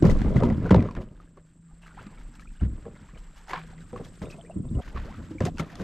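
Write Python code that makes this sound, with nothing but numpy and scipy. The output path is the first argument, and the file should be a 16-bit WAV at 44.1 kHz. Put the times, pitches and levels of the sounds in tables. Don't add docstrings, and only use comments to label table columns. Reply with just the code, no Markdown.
import sys
import numpy as np
from scipy.fft import rfft, irfft, next_fast_len
from scipy.io import wavfile
from scipy.ndimage import map_coordinates

SR = 44100
rng = np.random.default_rng(int(sys.argv[2]) if len(sys.argv) > 2 else 0)


def waveform_to_disk(signal):
    frames = np.transpose(np.atleast_2d(signal))
    scaled = np.clip(frames, -1, 1) * 32767
    samples = np.round(scaled).astype(np.int16)
    wavfile.write(sys.argv[1], SR, samples)


N = 257103

# time_s, boom_db, grind_db
HULL_LOAD = [
    [(0.0, -32.5, -54), (0.36, -23.5, -35.5), (0.64, -27, -42.5), (0.83, -31.5, -36.5), (1.04, -48.5, -59),
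     (1.45, -59, -74), (1.71, -59.5, -78), (2.01, -50.5, -58), (2.61, -55.5, -75.5), (2.77, -47, -54.5),
     (3.04, -54, -67.5), (3.42, -60.5, -70), (3.67, -50, -59), (4.09, -54.5, -71), (4.5, -51, -56),
     (4.81, -40.5, -57.5)],
    [(4.81, -45.5, -56), (4.906, -47.5, -57.5), (5.044, -42.5, -55), (5.328, -43.5, -69), (5.428, -44, -57),
     (5.516, -40, -57), (5.74, -44.5, -52.5), (5.83, -43.5, -49)],
]
# start_s, boom_db, grind_db, rise_s, boom_t60_s, mic_jolt_db
HULL_LURCHES = [(0.027, 1, -21.5, 0.0067, 0.53, -23), (0.099, -12.5, -25, 0.013, 0.11, -21),
                (0.249, -18, -33.5, 0.012, 0.23, -25), (0.336, -2.5, -28.5, 0.012, 0.3, -29),
                (0.384, -13.5, -27.5, 0.015, 0.46, -36.5), (0.432, -8.5, -19.5, 0.0086, 0.25, -33.5),
                (0.498, -21, -31.5, 0.0066, 0.28, -36), (0.644, -13, -28, 0.012, 0.22, -40.5),
                (0.707, 1.5, -15.5, 0.0047, 0.25, -36.5), (0.742, 0.5, -25.5, 0.012, 0.22, -38),
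                (0.789, -14.5, -42, 0.0048, 0.2, -37), (0.96, -17.5, -35, 0.01, 0.31, -35),
                (1.358, -50, -52.5, 0.01, 0.27, -53), (1.72, -50, -65, 0.012, 0.25, -42.5),
                (1.99, -34, -62, 0.012, 0.25, -56), (2.066, -56, -63, 0.012, 0.21, -50),
                (2.168, -40, -69, 0.015, 0.2, -35.5), (2.449, -38, -74, 0.0091, 0.17, -41.5),
                (2.611, -13.5, -48, 0.021, 0.4, -32.5), (2.741, -36.5, -61, 0.0069, 0.23, -49.5),
                (2.85, -27, -42.5, 0.005, 0.4, -50.5), (2.999, -36, -71, 0.012, 0.49, -46.5),
                (3.148, -40, -48.5, 0.01, 0.16, -43.5), (3.479, -39, -45.5, 0.033, 0.75, -49.5),
                (3.923, -21, -40.5, 0.0043, 0.75, -51), (3.999, -34.5, -38, 0.013, 0.15, -51),
                (4.049, -36, -62, 0.012, 0.21, -51), (4.209, -16, -35, 0.014, 0.35, -52.5),
                (4.244, -26, -43.5, 0.0093, 0.2, -47.5), (4.337, -39, -42, 0.0052, 0.3, -49),
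                (4.496, -47, -50, 0.011, 0.086, -57.5), (4.556, -10.5, -58, 0.0091, 0.25, -48.5),
                (4.639, -23.5, -49.5, 0.012, 0.25, -34.5), (4.698, -13.5, -63, 0.0086, 0.35, -34.5),
                (4.738, -19.5, -40, 0.012, 0.25, -32.5), (4.778, -15.5, -36, 0.0078, 0.39, -30.5),
                (4.939, -27.5, -43.5, 0.012, 0.53, -32.5), (5.169, -25, -46.5, 0.023, 0.38, -50.5),
                (5.309, -26, -66, 0.017, 0.23, -51.5), (5.401, -12.5, -28.5, 0.012, 0.23, -45.5),
                (5.449, -10, -31, 0.0076, 0.16, -49), (5.587, -18.5, -33.5, 0.013, 0.18, -49),
                (5.789, -20, -29.5, 0.016, 0.25, -42.5)]
# start_s, level_db, panel_hz, t60_s, rap_relative_db
HULL_BLOWS = [(0.024, 4, 322, 0.034, -21), (0.044, -3.5, 181, 0.15, -18), (0.101, -10, 62.3, 0.3, -7),
              (0.257, -15.5, 61.9, 0.23, -2), (0.353, -12.5, 97.2, 0.12, -13),
              (0.372, -3.5, 119.3, 0.16, -22), (0.435, -8, 237.4, 0.19, -5), (0.5, -15, 216, 0.21, -17),
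              (0.636, -15.5, 125.2, 0.11, -1), (0.708, -0.5, 189, 0.12, 1), (0.745, -7, 172, 0.18, 10),
              (0.762, -10, 75.1, 0.11, -26), (0.797, -8.5, 102, 0.18, -30), (0.977, -22.5, 62.3, 0.08, -17),
              (2.06, -31, 201, 0.14, -17), (2.616, -11, 62.1, 0.39, -22), (2.63, -14, 87.6, 0.12, -41),
              (2.665, -21.5, 134, 0.085, -36), (2.854, -33, 463, 0.16, -23),
              (3.133, -28.5, 158, 0.061, -13), (3.533, -31.5, 465, 0.037, 14.5),
              (3.931, -24.5, 490, 0.12, -26), (3.966, -35.5, 72.7, 0.11, -12),
              (3.998, -22.5, 468, 0.047, -17), (4.216, -29, 188, 0.062, -13),
              (4.238, -27.5, 96.9, 0.1, -25), (4.558, -19, 194.5, 0.23, -23), (4.597, -17, 179, 0.11, -37),
              (4.643, -23, 133, 0.19, -16), (4.7, -23.5, 62.2, 0.11, -34), (4.745, -15.5, 98, 0.14, -34),
              (4.769, -11.5, 62.6, 0.18, -13), (4.8, -18.5, 91, 0.055, -24),
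              (4.946, -23.5, 65.5, 0.53, -19), (4.96, -29, 61.9, 0.15, -18), (5.188, -34.5, 223, 0.21, -24),
              (5.309, -24, 315.4, 0.11, -5), (5.349, -24.5, 307, 0.11, -26), (5.407, -9, 95, 0.12, 2.5),
              (5.434, -7.5, 159.3, 0.075, -16), (5.459, -18, 246, 0.087, 7.5),
              (5.474, -24.5, 160, 0.24, -13), (5.596, -15.5, 163, 0.13, -4), (5.8, -23.5, 190, 0.12, -16)]
# centre_hz, width_hz, gain_db
HULL_MODES = [(68.5, 51, -3.5), (105.4, 71, -1), (187.3, 59.3, -1), (244.3, 81, -4.5), (310, 69, -8.5)]
DECK_MODES = [(369.3, 80, 1), (514, 79, 1), (604.5, 101, -2), (803, 247, -13.5), (981, 170, -11),
              (1346, 230, -18.5), (2013, 67, -19.5)]
PEBBLE_MODES = [(910, 200, 7.5), (1580, 180, -1), (2050, 130, -20.5), (2450, 150, -6), (3370, 140, -20)]
# time_s, gain_db
RUMBLE_DIP = [(0, 0), (4.806, 0), (4.811, -24), (4.85, -12), (4.89, 0), (5.83, 0)]
# time_s, slosh_db, fizz_db
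STIR_FLOOR = [
    [(0.0, -61, -68), (0.2, -52, -60), (0.87, -54, -66.5), (1.02, -70, -75), (1.67, -80, -81.5),
     (2.0, -58, -67.5), (2.46, -68, -73.5), (3.21, -64.5, -69), (3.62, -60, -67.5), (4.31, -67, -65.5),
     (4.53, -68.5, -73), (4.81, -71, -72)],
    [(4.81, -59, -66), (4.932, -55, -63), (4.99, -51.5, -63), (5.078, -54.5, -63.5), (5.186, -54, -64),
     (5.44, -67, -69.5), (5.5, -78, -70), (5.624, -52.5, -61.5), (5.83, -56.5, -61)],
]
# start_s, slosh_db, fizz_db, rise_s, slosh_t60_s
STIR_BURSTS = [(0.0247, -29, -45.5, 0.036, 0.26), (0.0998, -33, -45.5, 0.0059, 0.2),
               (0.3531, -33, -54, 0.0061, 0.42), (0.4348, -36.5, -52, 0.01, 0.18),
               (0.6544, -39.5, -61.5, 0.012, 0.14), (0.7086, -18, -43.5, 0.004, 0.071),
               (0.7445, -30, -54, 0.015, 0.18), (0.9554, -32.5, -62.5, 0.0096, 0.12),
               (1.0032, -39, -56.5, 0.017, 0.11), (1.202, -50.5, -74, 0.015, 0.2),
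               (1.3733, -60.5, -85, 0.0072, 0.166), (1.8092, -42.5, -62.5, 0.018, 0.24),
               (1.8612, -42, -64, 0.012, 0.19), (1.9857, -40.5, -68, 0.017, 0.35),
               (2.0594, -42, -61, 0.0095, 0.07), (2.174, -58, -72, 0.012, 0.18),
               (2.349, -52, -60.5, 0.0045, 0.12), (2.3955, -52, -63, 0.012, 0.23),
               (2.596, -40.5, -69, 0.016, 0.25), (2.9494, -41, -69, 0.011, 0.37),
               (3.1752, -66, -61, 0.0063, 0.095), (3.3563, -46.5, -58, 0.012, 0.22),
               (3.475, -31, -49, 0.014, 0.47), (3.4974, -22, -48.5, 0.015, 0.14),
               (3.532, -19, -63, 0.01, 0.16), (3.5783, -39, -67.5, 0.0069, 0.53),
               (3.9609, -37.5, -62, 0.019, 0.18), (4.0394, -44, -57, 0.012, 0.16),
               (4.217, -42, -49.5, 0.01, 0.13), (4.2944, -45, -57, 0.017, 0.5),
               (4.9611, -35, -70, 0.014, 0.18), (5.4047, -29.5, -51, 0.018, 0.18),
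               (5.4465, -29, -37.5, 0.0075, 0.14), (5.5835, -31.5, -44, 0.011, 0.12),
               (5.5953, -28, -49.5, 0.0085, 0.15), (5.6501, -39, -57, 0.019, 0.066),
               (5.7673, -46.5, -71, 0.012, 0.14), (5.798, -34.5, -51, 0.019, 0.2)]
# start_s, level_db, pitch_hz, treble_relative_db, left_over_right_db,
# upper_hz, upper_relative_db, crack_relative_db
GEAR_HITS = [(0.025, -30.5, 823, 0, 6, 1570, -10, 3), (0.052, -26.5, 780, -1, -5, 1810, -2, -12.5),
             (0.098, -26.5, 667, -5.5, 10.5, 2006, -0.5, -4.5),
             (0.113, -30, 840, -6, -3.5, 1600, -4.5, -10), (0.188, -37.5, 730, 0, -4, 1810, -4, -4),
             (0.217, -28, 750, -24, -2.5, 2040, -5.5, 4.5), (0.26, -28.5, 797, -27, 10, 2130, -16, -14),
             (0.282, -33, 885, -28, 5, 1650, -16.5, -2), (0.315, -55.5, 912, 5, 7, 1990, -16, -9),
             (0.366, -27.5, 940, -11, 7.5, 2013, 2, -10), (0.403, -24, 696, -17.5, 5, 1910, -13, -3.5),
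             (0.435, -16, 955, -18.5, 4, 1670, -41, -7.5), (0.501, -28, 703, -25, 3.5, 1930, -5, 1),
             (0.525, -33.5, 856, -19, 1.5, 1700, -10.5, 2),
             (0.659, -27.5, 1490, -36, 1.5, 1520, -11.5, -15),
             (0.694, -26, 1450, -21.5, 1.5, 1546, -23.5, -1.5),
             (0.707, -14, 862, -24, 1.5, 1950, -11, -1.5), (0.721, -17.5, 1030, -22, -3, 1660, -21, -6),
             (0.745, -11, 910, -20.5, 3.5, 1696, -24, -4), (0.763, -19.5, 759, -21.5, -2.5, 1900, -26, -6),
             (0.793, -33.5, 707, -22, 0.0, 2410, -1.5, -5.5), (0.804, -32.5, 735, -17.5, 3, 1970, -0.5, 4),
             (0.825, -38, 712, -2.5, 0.0, 1580, -18, 12), (0.888, -25, 1095, -24, 0.0, 1700, -24, -15),
             (0.91, -32, 1016, -8, -2.5, 2480, -14, -6), (0.951, -35, 983, -17, 4.5, 1910, -19, 3.5),
             (0.966, -40, 789, -19, -0.5, 1820, 0, -1), (1.009, -42, 680, -9, -0.5, 1660, -16, -1),
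             (1.201, -40.5, 1240, -31, 0.0, 1550, -31, -13), (1.373, -41.5, 1120, -13, 0.0, 1550, -29, -9),
             (2.002, -77, 1340, -12, -5, 1710, -19, -3), (2.068, -43, 1220, -5, -2.5, 2060, -9, 6),
             (2.34, -53, 1470, 3, -1, 1660, 1, -3), (2.395, -40.5, 1280, -10, 9, 2300, -6, 1),
             (2.422, -55.5, 1390, -2, 5, 1660, 9.5, -3), (2.473, -63, 1560, -7, 0.0, 2360, -4, -3),
             (2.61, -38.5, 700, -20, 1.5, 1780, -14, -3), (2.853, -40, 1110, -36, 1, 1650, -5, -3),
             (3.089, -43.5, 1090, -35, 2, 1550, -16, 2), (3.175, -57, 1050, -8, 9, 3020, 8, -6),
             (3.473, -45, 937, -1, -6, 1750, -14, -3), (3.496, -31.5, 736, -9, 0.5, 1980, -1, -15),
             (3.507, -35.5, 1010, -28, -1.5, 2220, 6, 10), (3.533, -18, 1040, -33, -1, 1660, -7.5, 0.5),
             (3.542, -31.5, 1127, -43, 1.5, 1710, 1, 0), (3.56, -28, 1100, -24, -5.5, 2190, -8, -12),
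             (3.577, -24.5, 1070, -32, 0.5, 1620, -25, -6), (3.961, -26, 1120, -21, 1.5, 1800, -19, -11),
             (4.045, -66.5, 1250, -6, 0.5, 1990, 9, 2), (4.218, -35, 867, -13, 2, 1480, -11, 5),
             (4.231, -48, 729, -21, -8, 1980, -25, -9), (4.961, -29, 1194, -28, -6.5, 1700, -31, -11),
             (4.972, -27, 1107, -28, -2, 1670, -25, -16), (5.405, -24.5, 675, -4.5, 1, 1734, -2.5, 3),
             (5.453, -29.5, 707, 7, -0.5, 1590, -8.5, 11), (5.465, -30, 680, -7, 2.5, 1880, -17, 8),
             (5.472, -38, 686, -14, -3.5, 1840, -25, 15), (5.573, -41.5, 926, -2, 0.5, 2680, 0, 7),
             (5.583, -35, 1456, 3, -1, 1480, -3, 11), (5.597, -25, 1370, -15.5, 8, 2160, -1.5, 7),
             (5.755, -40, 1220, 8.5, 1, 1920, -6, -3), (5.798, -33.5, 700, -26, 5, 1530, 0, 1)]
# start_s, level_db, pitch_hz, rise_octaves_per_life, life_s
BUBBLES = [(1.157, -62, 1430, 0.18, 0.009), (1.275, -62, 1533, 0.18, 0.011),
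           (1.688, -64.5, 1150, 0.15, 0.038), (1.711, -61, 770, 0.24, 0.024),
           (1.82, -57, 2680, 0.065, 0.047), (1.862, -43, 1390, 0.09, 0.0042),
           (1.908, -50, 1420, 0.059, 0.017), (1.945, -57, 1890, .1, .01), (1.973, -41, 782, 1.1, 0.031),
           (1.976, -61, 1530, 0.054, 0.0078), (2.13, -55, 2000, 0.088, 0.0071),
           (2.176, -51, 1310, .1, 0.014), (2.174, -53, 2220, 0.091, 0.016), (2.425, -53, 1740, 0.12, 0.013),
           (2.454, -49.5, 1320, 0.088, 0.0087), (2.472, -56, 2350, 0.12, .01),
           (2.489, -57.5, 2510, .1, 0.0077), (2.553, -55.5, 1580, 0.12, 0.012),
           (2.56, -59.5, 2740, .05, 0.0088), (2.596, -53, 2740, 0.081, 0.0098),
           (2.952, -53, 2020, 0.066, 0.017), (3.147, -53.5, 2300, .05, .012), (3.73, -46.5, 765, .1, 0.011),
           (3.78, -51, 2000, .1, 0.0097), (3.812, -54, 1450, 0.093, 0.019), (4.046, -53.5, 3350, .05, .012),
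           (4.253, -48, 2590, .05, 0.0093), (4.257, -56, 3550, 0.069, 0.031),
           (4.301, -44, 2610, .03, 0.0051), (4.321, -48, 2560, 0.027, 0.026),
           (4.385, -41.5, 653, .05, 0.027), (4.411, -41.5, 3300, .03, 0.004), (4.44, -46, 472, .05, 0.023),
           (4.449, -57, 1930, 0.13, 0.021), (4.461, -55.5, 2340, .05, 0.018),
           (4.498, -36, 656, 0.093, 0.017), (4.509, -55, 2650, 0.046, 0.02),
           (4.687, -58.5, 3530, .03, 0.0093), (4.75, -55.5, 2770, 0.069, 0.0098),
           (4.785, -42, 709, 0.045, 0.036), (5.058, -45.5, 421, 1.88, 0.089),
           (5.145, -39, 1260, 0.084, 0.0056), (5.383, -42, 1990, 0.38, 0.01),
           (5.47, -26, 704, 0.021, 0.022), (5.619, -62, 1630, .05, 0.013), (5.70, -40, 1880, .05, 0.0036),
           (5.73, -47.5, 692, 0.043, 0.041), (4.817, -51, 3230, .05, 0.01), (3.40, -54, 860, .1, 0.012),
           (4.036, -56, 1010, .05, 0.011)]
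# time_s, level_db, left_over_right_db
CRICKET_LEVEL = [(0, -74.5, 6), (1, -84.5, 3), (1.8, -78, 10), (2.6, -72, -1), (3, -80.5, 9),
                 (3.8, -77.5, 18), (4.3, -68, 7.5), (4.8, -69, 9), (4.81, -120, 6)]
# time_s, level_db
INSECT_LEVEL = [
    [(0.0, -66.5), (0.99, -79), (1.94, -70), (4.65, -67), (4.81, -65)],
    [(4.81, -76), (5.008, -74), (5.426, -65.5), (5.83, -87)],
]
# time_s, level_db
WIND_LEVEL = [(0.0, -40.5), (0.24, -26), (1.01, -46), (1.38, -62.5), (1.61, -62), (1.91, -52),
              (2.71, -42.5), (2.84, -50), (3.52, -47.5), (3.72, -45), (4.56, -63), (4.81, -49), (5.13, -51),
              (5.83, -45.5)]
HUM_LEVEL = [(0, -47), (1.1, -56.5), (1.45, -56), (1.9, -55), (2.2, -58.5), (2.5, -54.5), (3, -63),
             (3.35, -63.5), (3.6, -47), (3.9, -47), (4.1, -52), (4.45, -52), (4.8, -41), (4.82, -80),
             (5.83, -81)]
# frequency_hz, gain_db
SLOSH_SPECTRUM = [(290, -44), (500, -30.5), (757, -2), (809, -2), (1060, -10), (1170, 1), (1640, 2.5),
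                  (5000, -19.5), (6500, -41), (11000, -120)]
FIZZ_SPECTRUM = [(2500, -2.5), (3500, -4), (5000, -5.5), (7000, -7.5), (9000, -17.5), (13000, -2),
                 (15500, -53.5)]
INSECT_SPECTRUM = [(6500, -44.5), (7050, -16.5), (7400, -0.5), (7900, -1.5), (8300, -10), (8700, -20.5),
                   (8900, -52.5)]
WIND_SPECTRUM = [(10, -24), (25, 5), (45, 1), (90, -35), (200, -69)]
MIC_RESPONSE = [(1, -2), (9000, -1), (13000, -17), (14200, -10), (16000, -20.5)]
# time_s, side_ratio
STEREO_WIDTH = [(0, 0.63), (.6, 0.16), (.75, 0), (3.2, .08), (3.7, 0.24), (5.83, 0.25)]


def hull_drag(spread):
    boom_db, grind_db = layer_levels(HULL_LOAD, HULL_LURCHES)
    boom = shaken(grit(260, 5.1, smooth=0.66), boom_db, dull(modes(HULL_MODES), 680))
    grind = shaken(grit(300, 5.3, smooth=0.39), grind_db, dull(modes(DECK_MODES), 2600))
    return wide(boom, spread) + wide(grind, 0.7 * spread)


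def hull_thumps(contact_s=0.0011):
    panels, kicks, raps = np.zeros((2, N + SR)), np.zeros(N + SR), np.zeros(N + SR)
    t = np.arange(SR // 3) / SR
    push = np.hanning(round(contact_s * SR))
    for start_s, db, panel_hz, t60_s, rap_db in HULL_BLOWS:
        neighbour = sine(panel_hz * rng.normal(1.6, 0.063), t)
        lean = rng.normal(0, 0.099)
        fade = amp(db - 3.5 - 60 * t / t60_s) * (1 - np.exp(-t / 0.0027))
        add(panels, start_s, fade * (wide([sine(panel_hz, t), neighbour], lean) + 0.22 * neighbour))
        add(kicks, start_s, amp(db + 10.5) * push)
        add(raps, start_s, amp(db + rap_db + 1.5) * push)
    hull = filtered(kicks[:N], dull(modes(HULL_MODES), 600))
    deck = filtered(raps[:N], dull(modes(DECK_MODES), 2300))
    return panels[:, :N] + hull + deck


def gravel_and_water(spread):
    slosh_db, fizz_db = layer_levels(STIR_FLOOR, STIR_BURSTS)
    ashore = np.interp(np.arange(N) / SR, [1.0, 1.1], [1, 0])
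    flutter = wobble(28)
    wash = unit(amp(3.43 * flutter) * filtered(grit(820, 7.9, smooth=1.0), colour(SLOSH_SPECTRUM)))
    bubbles = amp(-2.5) * bubble_cloud(260, 1681, octaves=1.1, cycles=24, rise=0.42, scatter_db=1.0)
    shimmer = amp(1.5 * flutter + 2 * wobble(70))
    pebbles = amp(-5) * unit(filtered(grit(240, 3.3, smooth=0.12), dull(modes(PEBBLE_MODES), 4200)))
    gurgle = amp(-7.5) * bubble_cloud(120, 850, octaves=0.7, cycles=9, rise=0.28, scatter_db=2.5)
    slosh = wash + bubbles + ashore * pebbles + (1 - ashore) * gurgle
    fizz = unit(shimmer * filtered(grit(1200, 2.5, smooth=0.5), colour(FIZZ_SPECTRUM)))
    spits = amp(-8.5) * bubble_cloud(120, 4830, octaves=0.87, cycles=11, rise=0.3, scatter_db=6)
    return amp(slosh_db) * wide(slosh, 1.2 * spread) + amp(fizz_db) * wide(fizz + spits, 1.4 * spread)


def gear_clacks(tick_mid_hz=4390, tick_scatter_octaves=0.3):
    rings, cracks, ticks = np.zeros((3, 2, N + SR))
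    t = np.arange(SR // 20) / SR
    attack = 1 - np.exp(-t / 0.00029)

    def fade(db, t60_s):
        return amp(db - 60 * t / t60_s)

    for start_s, db, hz, treble_db, pan_db, upper_hz, upper_db, crack_db in GEAR_HITS:
        gain = amp([[db + pan_db / 2], [db - pan_db / 2]])
        tick_hz = tick_mid_hz * 2 ** rng.normal(0, tick_scatter_octaves)
        lower = fade(-2, 0.032) * sine(hz, t)
        upper = fade(upper_db - 1.5, 0.028) * sine(upper_hz, t)
        ping = fade(treble_db - 14, 0.026) * sine(tick_hz, t)
        crack_noise, tick_noise = rng.standard_normal((2, 2, len(t)))
        add(rings, start_s, gain * attack * (lower + upper + ping))
        add(cracks, start_s, gain * fade(crack_db, 0.022) * wide(crack_noise, 0.1))
        add(ticks, start_s, gain * fade(treble_db - 2.5, 0.018) * wide(tick_noise, 0.38))
    cracks = filtered(cracks[:, :N], band(680, 2600))
    ticks = filtered(ticks[:, :N], band(3200, 7400))
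    return rings[:, :N] + cracks + ticks


def bubble_plinks(shiver_ratio=0.042):
    out, t = np.zeros(N + SR), np.arange(SR // 8) / SR
    shiver, tremble = np.pad([wobble(300), wobble(400)], ((0, 0), (0, SR)))
    attack = 1 - np.exp(-(t / 0.00043) ** 2)
    for start_s, db, hz, rise_octaves, life_s in BUBBLES:
        age = t / life_s
        span = round(start_s * SR) + np.arange(len(t))
        pitch_hz = hz * 2 ** (rise_octaves * np.minimum(age, 1.2)) * (1 + shiver_ratio * shiver[span])
        fade = amp(db - 4 * age - 10 * age ** 6 + 2.5 * tremble[span])
        add(out, start_s, attack * fade * glide(pitch_hz))
    return out[:N]


def cricket(stroke_hz=24.28, note_hz=8560, droop_hz=450):
    level_db, pan_db = curves(CRICKET_LEVEL)
    cycle = (stroke_hz * np.arange(N) / SR - 0.13) % 1
    droop = np.clip((cycle - 0.2) / 0.097, 0, 1) ** 2 * (cycle < 0.45)
    stroke = np.sin(np.pi * np.clip(cycle / 0.47, 0, 1)) ** 0.4
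    faint_echo = 0.33 * np.sin(np.pi * np.clip((cycle - 0.46) / 0.15, 0, 1))
    envelope = (stroke + faint_echo) * amp(0.65 * wobble(22))
    note = envelope * glide(note_hz - droop_hz * droop + 40 * wobble(400))
    return amp(level_db + np.array([pan_db, -pan_db]) / 2) * unit(note)


def insect_chorus(spread):
    level_db = curves(np.vstack(INSECT_LEVEL))[0]
    return amp(level_db) * wide(flickering_noise(INSECT_SPECTRUM, depth_db=1.14, rate_hz=33), spread)


def microphone_wind(spread, jolt_t60_s=0.8):
    jolts = [(start_s, db, rise_s, jolt_t60_s) for start_s, _, _, rise_s, _, db in HULL_LURCHES]
    level_db = bursts(curves(WIND_LEVEL)[0], jolts) + curves(RUMBLE_DIP)[0]
    return amp(level_db) * wide(flickering_noise(WIND_SPECTRUM, depth_db=0.83, rate_hz=30), spread)


def distant_hum(pitch_hz=164, drift_hz=3.73, waver_db=2.5):
    tone = amp(waver_db * wobble(15)) * glide(pitch_hz + drift_hz * wobble(21))
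    return amp(curves(HUM_LEVEL)[0]) * unit(tone)


def bubble_cloud(rate_hz, mid_hz, octaves, cycles, rise, scatter_db):
    t = np.arange(SR // 50) / SR
    when, pitch, strength, place = rng.random((int(rate_hz * N / SR), 4)).T[..., None]
    hz = np.clip(mid_hz * 2 ** (octaves * (2 * pitch - 1)), 100, 14000)
    age = t * hz / cycles
    size = amp(-scatter_db * np.log(strength + 0.039)) * np.sqrt(mid_hz / hz)
    waves = size * np.exp(-3 * age) * (1 - np.exp(-30 * age)) * sine(hz * (1 + rise * age / 2), t)
    index = ((when * N).astype(int) + np.arange(len(t))).ravel()
    mid, side = (np.bincount(index, (waves * gain).ravel(), N + SR)[:N] for gain in (1, 2 * place - 1))
    return np.array([mid, side]) / np.std(mid)


def grit(rate_hz, scatter_db, smooth):
    hits = rng.random((2, N)) < rate_hz / SR
    sizes = amp(scatter_db * np.minimum(rng.exponential(size=(2, N)), 3))
    signs = rng.choice([-1, 1], (2, N))
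    return unit(hits * sizes * signs) + smooth * rng.standard_normal((2, N))


def flickering_noise(spectrum, depth_db, rate_hz):
    return unit(amp(depth_db * wobble(rate_hz)) * filtered(rng.standard_normal((2, N)), colour(spectrum)))


def shaken(force, level_db, response):
    return filtered(amp(level_db) * force, response) / np.std(filtered(force[0], response))


def layer_levels(steady, events, crest_db=13, high_t60_ratio=0.75):
    low_db, high_db = curves(np.vstack(steady))
    low = [(s, db - crest_db, rise_s, t60_s) for s, db, _, rise_s, t60_s, *_ in events]
    high = [(s, db, rise_s, high_t60_ratio * t60_s) for s, _, db, rise_s, t60_s, *_ in events]
    return bursts(low_db, low), bursts(high_db, high)


def bursts(floor_db, events):
    power, t = np.pad(amp(2 * floor_db), (0, SR)), np.arange(SR) / SR
    for start_s, db, rise_s, t60_s in events:
        envelope = np.minimum(t / rise_s, 1) * amp(db - 60 * np.maximum(t - rise_s, 0) / t60_s)
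        add(power, start_s, envelope ** 2)
    return 10 * np.log10(power[:N])


def modes(rows):
    return lambda f: sum((-1) ** k * amp(db) * 1j * f * width_hz / (hz * hz - f * f + 1j * f * width_hz)
                         for k, (hz, width_hz, db) in enumerate(rows))


def dull(response, corner_hz):
    return lambda f: response(f) / (1 + 1j * f / corner_hz) ** 2


def band(low_hz, high_hz):
    return lambda f: modes([(np.sqrt(low_hz * high_hz), high_hz - low_hz, 0)])(f) ** 2


def colour(points):
    hz, db = np.transpose(points)
    return lambda f: amp(np.interp(np.log(f + 1), np.log(hz + 1), db, left=-120, right=-120))


def filtered(x, response):
    size = next_fast_len(N + SR // 2)
    return irfft(rfft(x, size) * response(np.fft.rfftfreq(size, 1 / SR)), size)[..., :N]


def curves(rows):
    time_s, *columns = np.transpose(rows)
    return [np.interp(np.arange(N) / SR, time_s, column) for column in columns]


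def wobble(rate_hz):
    knots = rng.standard_normal(int(N * rate_hz / SR) + 4)
    return map_coordinates(knots, [np.arange(N) * rate_hz / SR])


def wide(pair, spread):
    mid, side = pair
    return np.array([mid + spread * side, mid - spread * side])


def sine(hz, t):
    return np.sin(2 * np.pi * hz * t)


def glide(hz):
    return np.sin(2 * np.pi * np.cumsum(hz) / SR)


def amp(db):
    return 10 ** (np.asarray(db) / 20)


def unit(x):
    return x / np.sqrt(np.mean(x ** 2) + 1e-20)


def add(track, start_s, sound):
    start = round(start_s * SR)
    track[..., start:start + sound.shape[-1]] += sound


def scene():
    spread = curves(STEREO_WIDTH)[0]
    water = gravel_and_water(spread)
    hull = amp(curves(RUMBLE_DIP)[0]) * (hull_drag(0.64 * spread) + hull_thumps())
    foreground = hull + water + gear_clacks() + bubble_plinks()
    background = cricket() + insect_chorus(1.8 * spread) + microphone_wind(0.5 * spread) + distant_hum()
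    return foreground + background


def record(dry):
    ceiling, top_hz = 0.9, 15595
    soft = dry / (1 + np.abs(dry / ceiling) ** 4) ** (1 / 4)
    return filtered(soft, lambda hz: colour(MIC_RESPONSE)(hz) * (hz < top_hz))


dry = scene()
out = record(dry)
waveform_to_disk(out)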